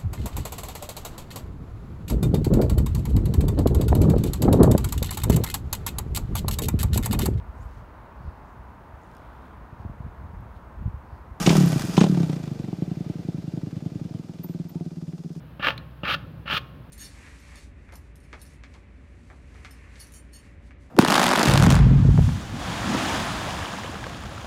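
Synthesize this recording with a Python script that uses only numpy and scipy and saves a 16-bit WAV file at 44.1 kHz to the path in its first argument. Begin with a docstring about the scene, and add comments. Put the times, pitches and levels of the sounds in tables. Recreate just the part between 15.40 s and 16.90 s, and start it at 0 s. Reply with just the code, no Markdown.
"""A hand tool rasps three times through the matted hair of a hide on the floor of a bare room.
Hairs slip past the edge as dense clicks that brighten through each pull; tufts snap, the skin flutters.
Each stroke lands with a soft thud, and a small tick follows the first.
The room rings briefly over a low hum, rumble and faint hiss."""
import sys
import numpy as np
from scipy import signal
from scipy.fft import rfft, irfft
from scipy.io import wavfile

SR = 44100
rng = np.random.default_rng(int(sys.argv[2]) if len(sys.argv) > 2 else 0)


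def master(y):
    """Save y as 16-bit WAV."""
    cut = np.clip(np.atleast_2d(y).T, -1, 1)
    pcm = np.round(cut * 32767)  # scale
    wavfile.write(sys.argv[1], SR, pcm.astype(np.int16))


N = 66150

# Pull force, one list per stroke: (time [s], level [dB])
PULL_FORCE = [
    [(0.195,-38.5), (0.222,-33.5), (0.23,-25.5), (0.247,-19.5), (0.257,-23.5), (0.268,-19.5), (0.29,-24),
     (0.302,-29.5), (0.345,-51)],
    [(0.63,-72), (0.634,-35.5), (0.654,-27), (0.664,-29.5), (0.695,-21.5), (0.712,-22), (0.735,-26),
     (0.749,-23.5), (0.756,-40.5), (0.765,-39.5)],
    [(1.056,-46.5), (1.082,-31.5), (1.114,-23), (1.138,-22.5), (1.16,-27), (1.177,-23), (1.198,-49)],
]
# Strokes: (middle [s], flutter [dB], flutter peak [s], treble [dB], hollow tone [dB], edge tone [dB],
# floor press [dB])
STROKE_SETTINGS = [(0.27, 3, 0.28, 1, -17, -15, -3), (0.699, -1.5, 0.693, 3, -4, -3, -7),
                   (1.129, -6, 1.138, 5, -3.5, -1.5, 5)]
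# Rasp spectrum: (frequency [Hz], relative level [dB])
RASP_SPECTRUM = [(120, -18), (420, -17.5), (750, -16), (1030, -13.5), (1200, 1), (1500, -3.5), (2000, -9.5),
                 (2450, -3), (3000, -5), (3500, -10.5), (4400, -18.5), (5500, -29.5), (6600, -38.5),
                 (8000, -49.5), (11000, -39.5), (15500, -37)]
# Tool and hide resonances: (frequency [Hz], width [Hz], lift [dB])
BODY_PEAKS = [(543.8, 76, 10.5), (863.5, 107, 8.5), (1126, 82, 3.5), (1332, 22, -0.5), (1444, 30, 4.5),
              (1677, 50, 5.5), (1776, 77, 8), (2785, 87, 4), (3037, 50, -4), (3164, 40, 7)]
def hair_rasp():
    """Hairs slip past the edge as hard as the pull, exciting a hollow tone and a rising edge tone."""
    treble_hz, brighten_db_per_s = 3140, 133
    edge_hz, rise_hz_per_s, fade_db_per_s = 2973, 2300, 63
    t, hair = np.arange(N) / SR, np.zeros(N)
    clicks = slips()
    dull = signal.sosfiltfilt(signal.butter(5, treble_hz, fs=SR, output="sos"), clicks)
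    hollow = resonate(clicks, hz=1360, width_hz=150)
    for pull, (middle_s, _, _, treble_db, hollow_db, edge_db, _) in zip(PULL_FORCE, STROKE_SETTINGS):
        force = from_db(np.interp(t, *np.transpose(pull), left=-120, right=-120))
        offset_s = np.clip(t - middle_s, -.05, .035)
        treble = from_db(treble_db + brighten_db_per_s * offset_s) * (clicks - dull)
        edge = resonate(clicks, edge_hz + rise_hz_per_s * offset_s, width_hz=200)
        edge *= from_db(edge_db - fade_db_per_s * offset_s)
        hair += force * (dull + treble + from_db(hollow_db) * hollow + edge)
    return from_db(-4) * through(hair, response(RASP_SPECTRUM, BODY_PEAKS))


def slips(rate_per_s=5000, spread_db=2, judder_db=0.68):
    """Dense tiny clicks of uneven size, their level shaken by the judder of the edge."""
    sizes = from_db(spread_db * np.minimum(rng.exponential(1, N), 4)) * rng.choice([-1, 1], N)
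    slipping = rng.random(N) < rate_per_s / SR
    judder = from_db(judder_db * drift(rate_hz=108))
    return rms_one(sizes * slipping * judder)


# Dragged skin spectrum: (frequency [Hz], relative level [dB])
SKIN_SPECTRUM = [(60, -32), (150, -8), (300, 1), (420, -5), (560, 1), (850, -2), (1200, -17), (2500, -19),
                 (8000, -90)]
def skin_drag(width_s=0.019):
    """In mid-stroke the dragged skin flutters and the press on the floor adds a low rumble."""
    t, flutter_gain, press_gain = np.arange(N) / SR, np.zeros(N), np.zeros(N)
    for _, flutter_db, peak_s, _, _, _, press_db in STROKE_SETTINGS:
        drag = np.exp(-np.abs(t - peak_s) / width_s)
        flutter_gain += from_db(flutter_db) * drag
        press_gain += from_db(press_db) * drag
    flutter = through(flutter_gain * slips(), response(SKIN_SPECTRUM, BODY_PEAKS))
    press = press_gain * rms_one(resonate(slips(), hz=147, width_hz=90))
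    return from_db(-32.5) * flutter + from_db(-39.5) * press


# Tufts letting go: (time [s], snap [dB], tearing [dB])
TUFTS = [(0.2267, -28, -36), (0.2465, -13.5, -31.5), (0.2707, -14, -28.5), (0.2853, -6.5, -27),
         (0.3057, -14.5, -36.5), (0.6532, -22, -34), (0.6805, -22, -37), (0.6909, -24, -33),
         (0.7071, -20, -35), (0.743, -15, -32.5), (1.078, -36, -37), (1.1003, -18, -35),
         (1.1106, -17.5, -37.5), (1.1293, -12, -40), (1.1683, -23, -41)]
def tuft_snaps(tear_decay_s=0.0041, lowpass_hz=6500):
    """A caught tuft lets go with one snap and a few milliseconds of tearing."""
    t, snaps, tearing = np.arange(N) / SR, np.zeros(N), np.zeros(N)
    for at_s, snap_db, tear_db in TUFTS:
        snaps[int(at_s * SR)] += from_db(snap_db)
        tearing += from_db(tear_db) * (t > at_s) * np.exp(-np.abs(t - at_s) / tear_decay_s)
    lowpass = signal.butter(1, lowpass_hz, fs=SR, output="sos")
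    body = signal.sosfilt(lowpass, response(RASP_SPECTRUM, BODY_PEAKS))
    return through(snaps + tearing * rng.choice([-1, 1], N), body / np.abs(body).max())


# Tool landings: (time [s], level [dB])
TOOL_HITS = [(0.197, -24.5), (0.6345, -18.5), (1.0585, -29.5)]
# Modes of the tool on the padded floor: (frequency [Hz], level [dB], t60 [s])
THUD_MODES = [(189, -7.5, 0.058), (283, -5.5, 0.025), (575, -8, 0.031), (833, -13.5, 0.022),
              (1250, -8.5, 0.012), (2740, -11, 0.021)]
def tool_thuds(lowpass_hz=4030):
    """Each landing rings the tool's damped modes, softened by the hair."""
    thuds = np.zeros(N)
    for at_s, hit_db in TOOL_HITS:
        age_s = np.maximum(np.arange(N) / SR - at_s, 0)
        thuds += from_db(hit_db) * ring(THUD_MODES, age_s)
    return signal.sosfilt(signal.butter(4, lowpass_hz, fs=SR, output="sos"), thuds)


# Crack and rattle spectra: (frequency [Hz], relative level [dB])
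CRACK_SPECTRUM = [(500, -25), (2200, 2.5), (3200, -4), (3900, 6), (5200, -13), (8000, -28), (10000, -21),
                  (15500, -22)]
RATTLE_SPECTRUM = [(500, -18), (2300, -4), (3200, -8), (4200, 5), (4950, -16), (5700, -20), (8000, -33),
                   (15500, -30)]
def tick(at_s=0.378, crack_decay_s=0.0015, rattle_decay_s=0.0077):
    """A small hard crack with a brief rattle."""
    age_s = np.arange(N) / SR - at_s
    grit = (age_s > 0) * rng.choice([-1, 1], N)
    crack = from_db(-32) * np.exp(-np.abs(age_s) / crack_decay_s) * grit
    rattle = from_db(-44) * np.exp(-np.abs(age_s) / rattle_decay_s) * grit
    return through(crack, response(CRACK_SPECTRUM)) + through(rattle, response(RATTLE_SPECTRUM))


# Wall reflection spectrum: (frequency [Hz], relative level [dB])
WALL_SPECTRUM = [(100, -4), (500, 4), (1300, -4), (3000, -8.5), (6000, -7), (14000, -4.5)]
# Room resonances: (frequency [Hz], level [dB], t60 [s])
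ROOM_TONES = [(547, -88, 0.79), (1081, -63, 0.65)]
def room(x, delay_s=0.0027, t60_s=0.49):
    """Bare walls return a diffuse, slightly dull ring with two lingering tones."""
    t = np.arange(N) / SR
    tail = rng.standard_normal(N) * (t > delay_s) * np.exp(-np.log(1000) * t / t60_s)
    reflected = through(x, response(WALL_SPECTRUM))
    diffuse = through(reflected, tail / np.linalg.norm(tail))
    return from_db(-18.5) * diffuse + through(x, ring(ROOM_TONES, t))


# Background noise spectrum: (frequency [Hz], relative level [dB])
NOISE_SPECTRUM = [(20,-49), (38,-25), (52,-16.5), (110,-8), (160,-5.5), (190,-16), (290,-19), (400,-26.5),
                  (540,-24), (700,-30), (1250,-31.5), (1700,-34.5), (2000,-39), (2900,-40.5), (4200,-48),
                  (5800,-59), (7800,-64), (11000,-56), (15500,-53)]
# Hum partials: (frequency [Hz], level [dB])
HUM_PARTIALS = [(63, -49.5), (126, -53.5)]
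def background(split_hz=490, swell_db=2.5, waver_db=1.5):
    """Slowly swelling low rumble and faint hiss, with a wavering hum."""
    t, hum = np.arange(N) / SR, np.zeros(N)
    noise = signal.fftconvolve(rng.standard_normal(2 * N), response(NOISE_SPECTRUM))[N:2 * N]
    rumble = signal.sosfiltfilt(signal.butter(2, split_hz, fs=SR, output="sos"), noise)
    hiss = noise - rumble
    for hz, db in HUM_PARTIALS:
        amplitude = np.sqrt(2) * from_db(db + waver_db * drift(rate_hz=2.3))
        hum += amplitude * np.sin(2 * np.pi * (hz * t + rng.random()))
    swell = from_db(swell_db * drift(rate_hz=3.3))
    return from_db(-44) * (hiss + swell * rumble) + hum


def from_db(db):
    """Decibels to gain."""
    return 10 ** (np.asarray(db) / 20)


def rms_one(x):
    """Scale to unit rms."""
    return x / np.sqrt(np.mean(x ** 2) + 1e-20)


def drift(rate_hz):
    """Smooth random wander of unit rms."""
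    pole = np.exp(-2 * np.pi * rate_hz / SR)
    return rms_one(signal.lfilter([1], [1, -2 * pole, pole * pole], rng.standard_normal(2 * N))[N:])


def response(spectrum, peaks=(), size=8192):
    """Minimum-phase impulse response of unit energy, from a spectrum plus resonances."""
    hz = np.maximum(np.fft.rfftfreq(size, 1 / SR), 1)
    points_hz, points_db = np.transpose(spectrum)
    db = np.interp(np.log(hz), np.log(points_hz), points_db)
    for centre_hz, width_hz, lift_db in peaks:
        db += lift_db / (1 + (2 * (hz - centre_hz) / width_hz) ** 2)
    cepstrum = irfft(np.log(from_db(db)))
    cepstrum[size // 2:] = 0
    impulse = irfft(np.exp(2 * rfft(cepstrum)))[:size // 2]
    return impulse / np.linalg.norm(impulse)


def through(x, impulse):
    """Pass a sound through an impulse response."""
    return signal.fftconvolve(x, impulse)[:N]


def ring(modes, age_s):
    """Sum of damped sines."""
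    return sum(from_db(db) * np.exp(-np.log(1000) * age_s / t60_s) * np.sin(2 * np.pi * hz * age_s)
               for hz, db, t60_s in modes)


def resonate(x, hz, width_hz):
    """Unit-gain resonance whose centre may glide."""
    carrier = np.exp(2j * np.pi * np.cumsum(hz + np.zeros(N)) / SR)
    pole = np.exp(-np.pi * width_hz / SR)
    return 2 * np.real(carrier * signal.lfilter([1 - pole], [1, -pole], x / carrier))


def scene():
    """Three strokes and a tick in the room, over the background."""
    direct = hair_rasp() + skin_drag() + tuft_snaps() + tool_thuds() + tick()
    return (direct + room(direct) + background())[None]


def record(dry):
    """The microphone drops the deep bass; the top is cut steeply."""
    low_cut_hz, high_cut_hz = 51.6, 15800
    thin = signal.sosfilt(signal.butter(6, low_cut_hz, "high", fs=SR, output="sos"), dry)
    return signal.sosfilt(signal.ellip(10, .1, 70, high_cut_hz, fs=SR, output="sos"), thin)


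dry = scene()
out = record(dry)
master(out)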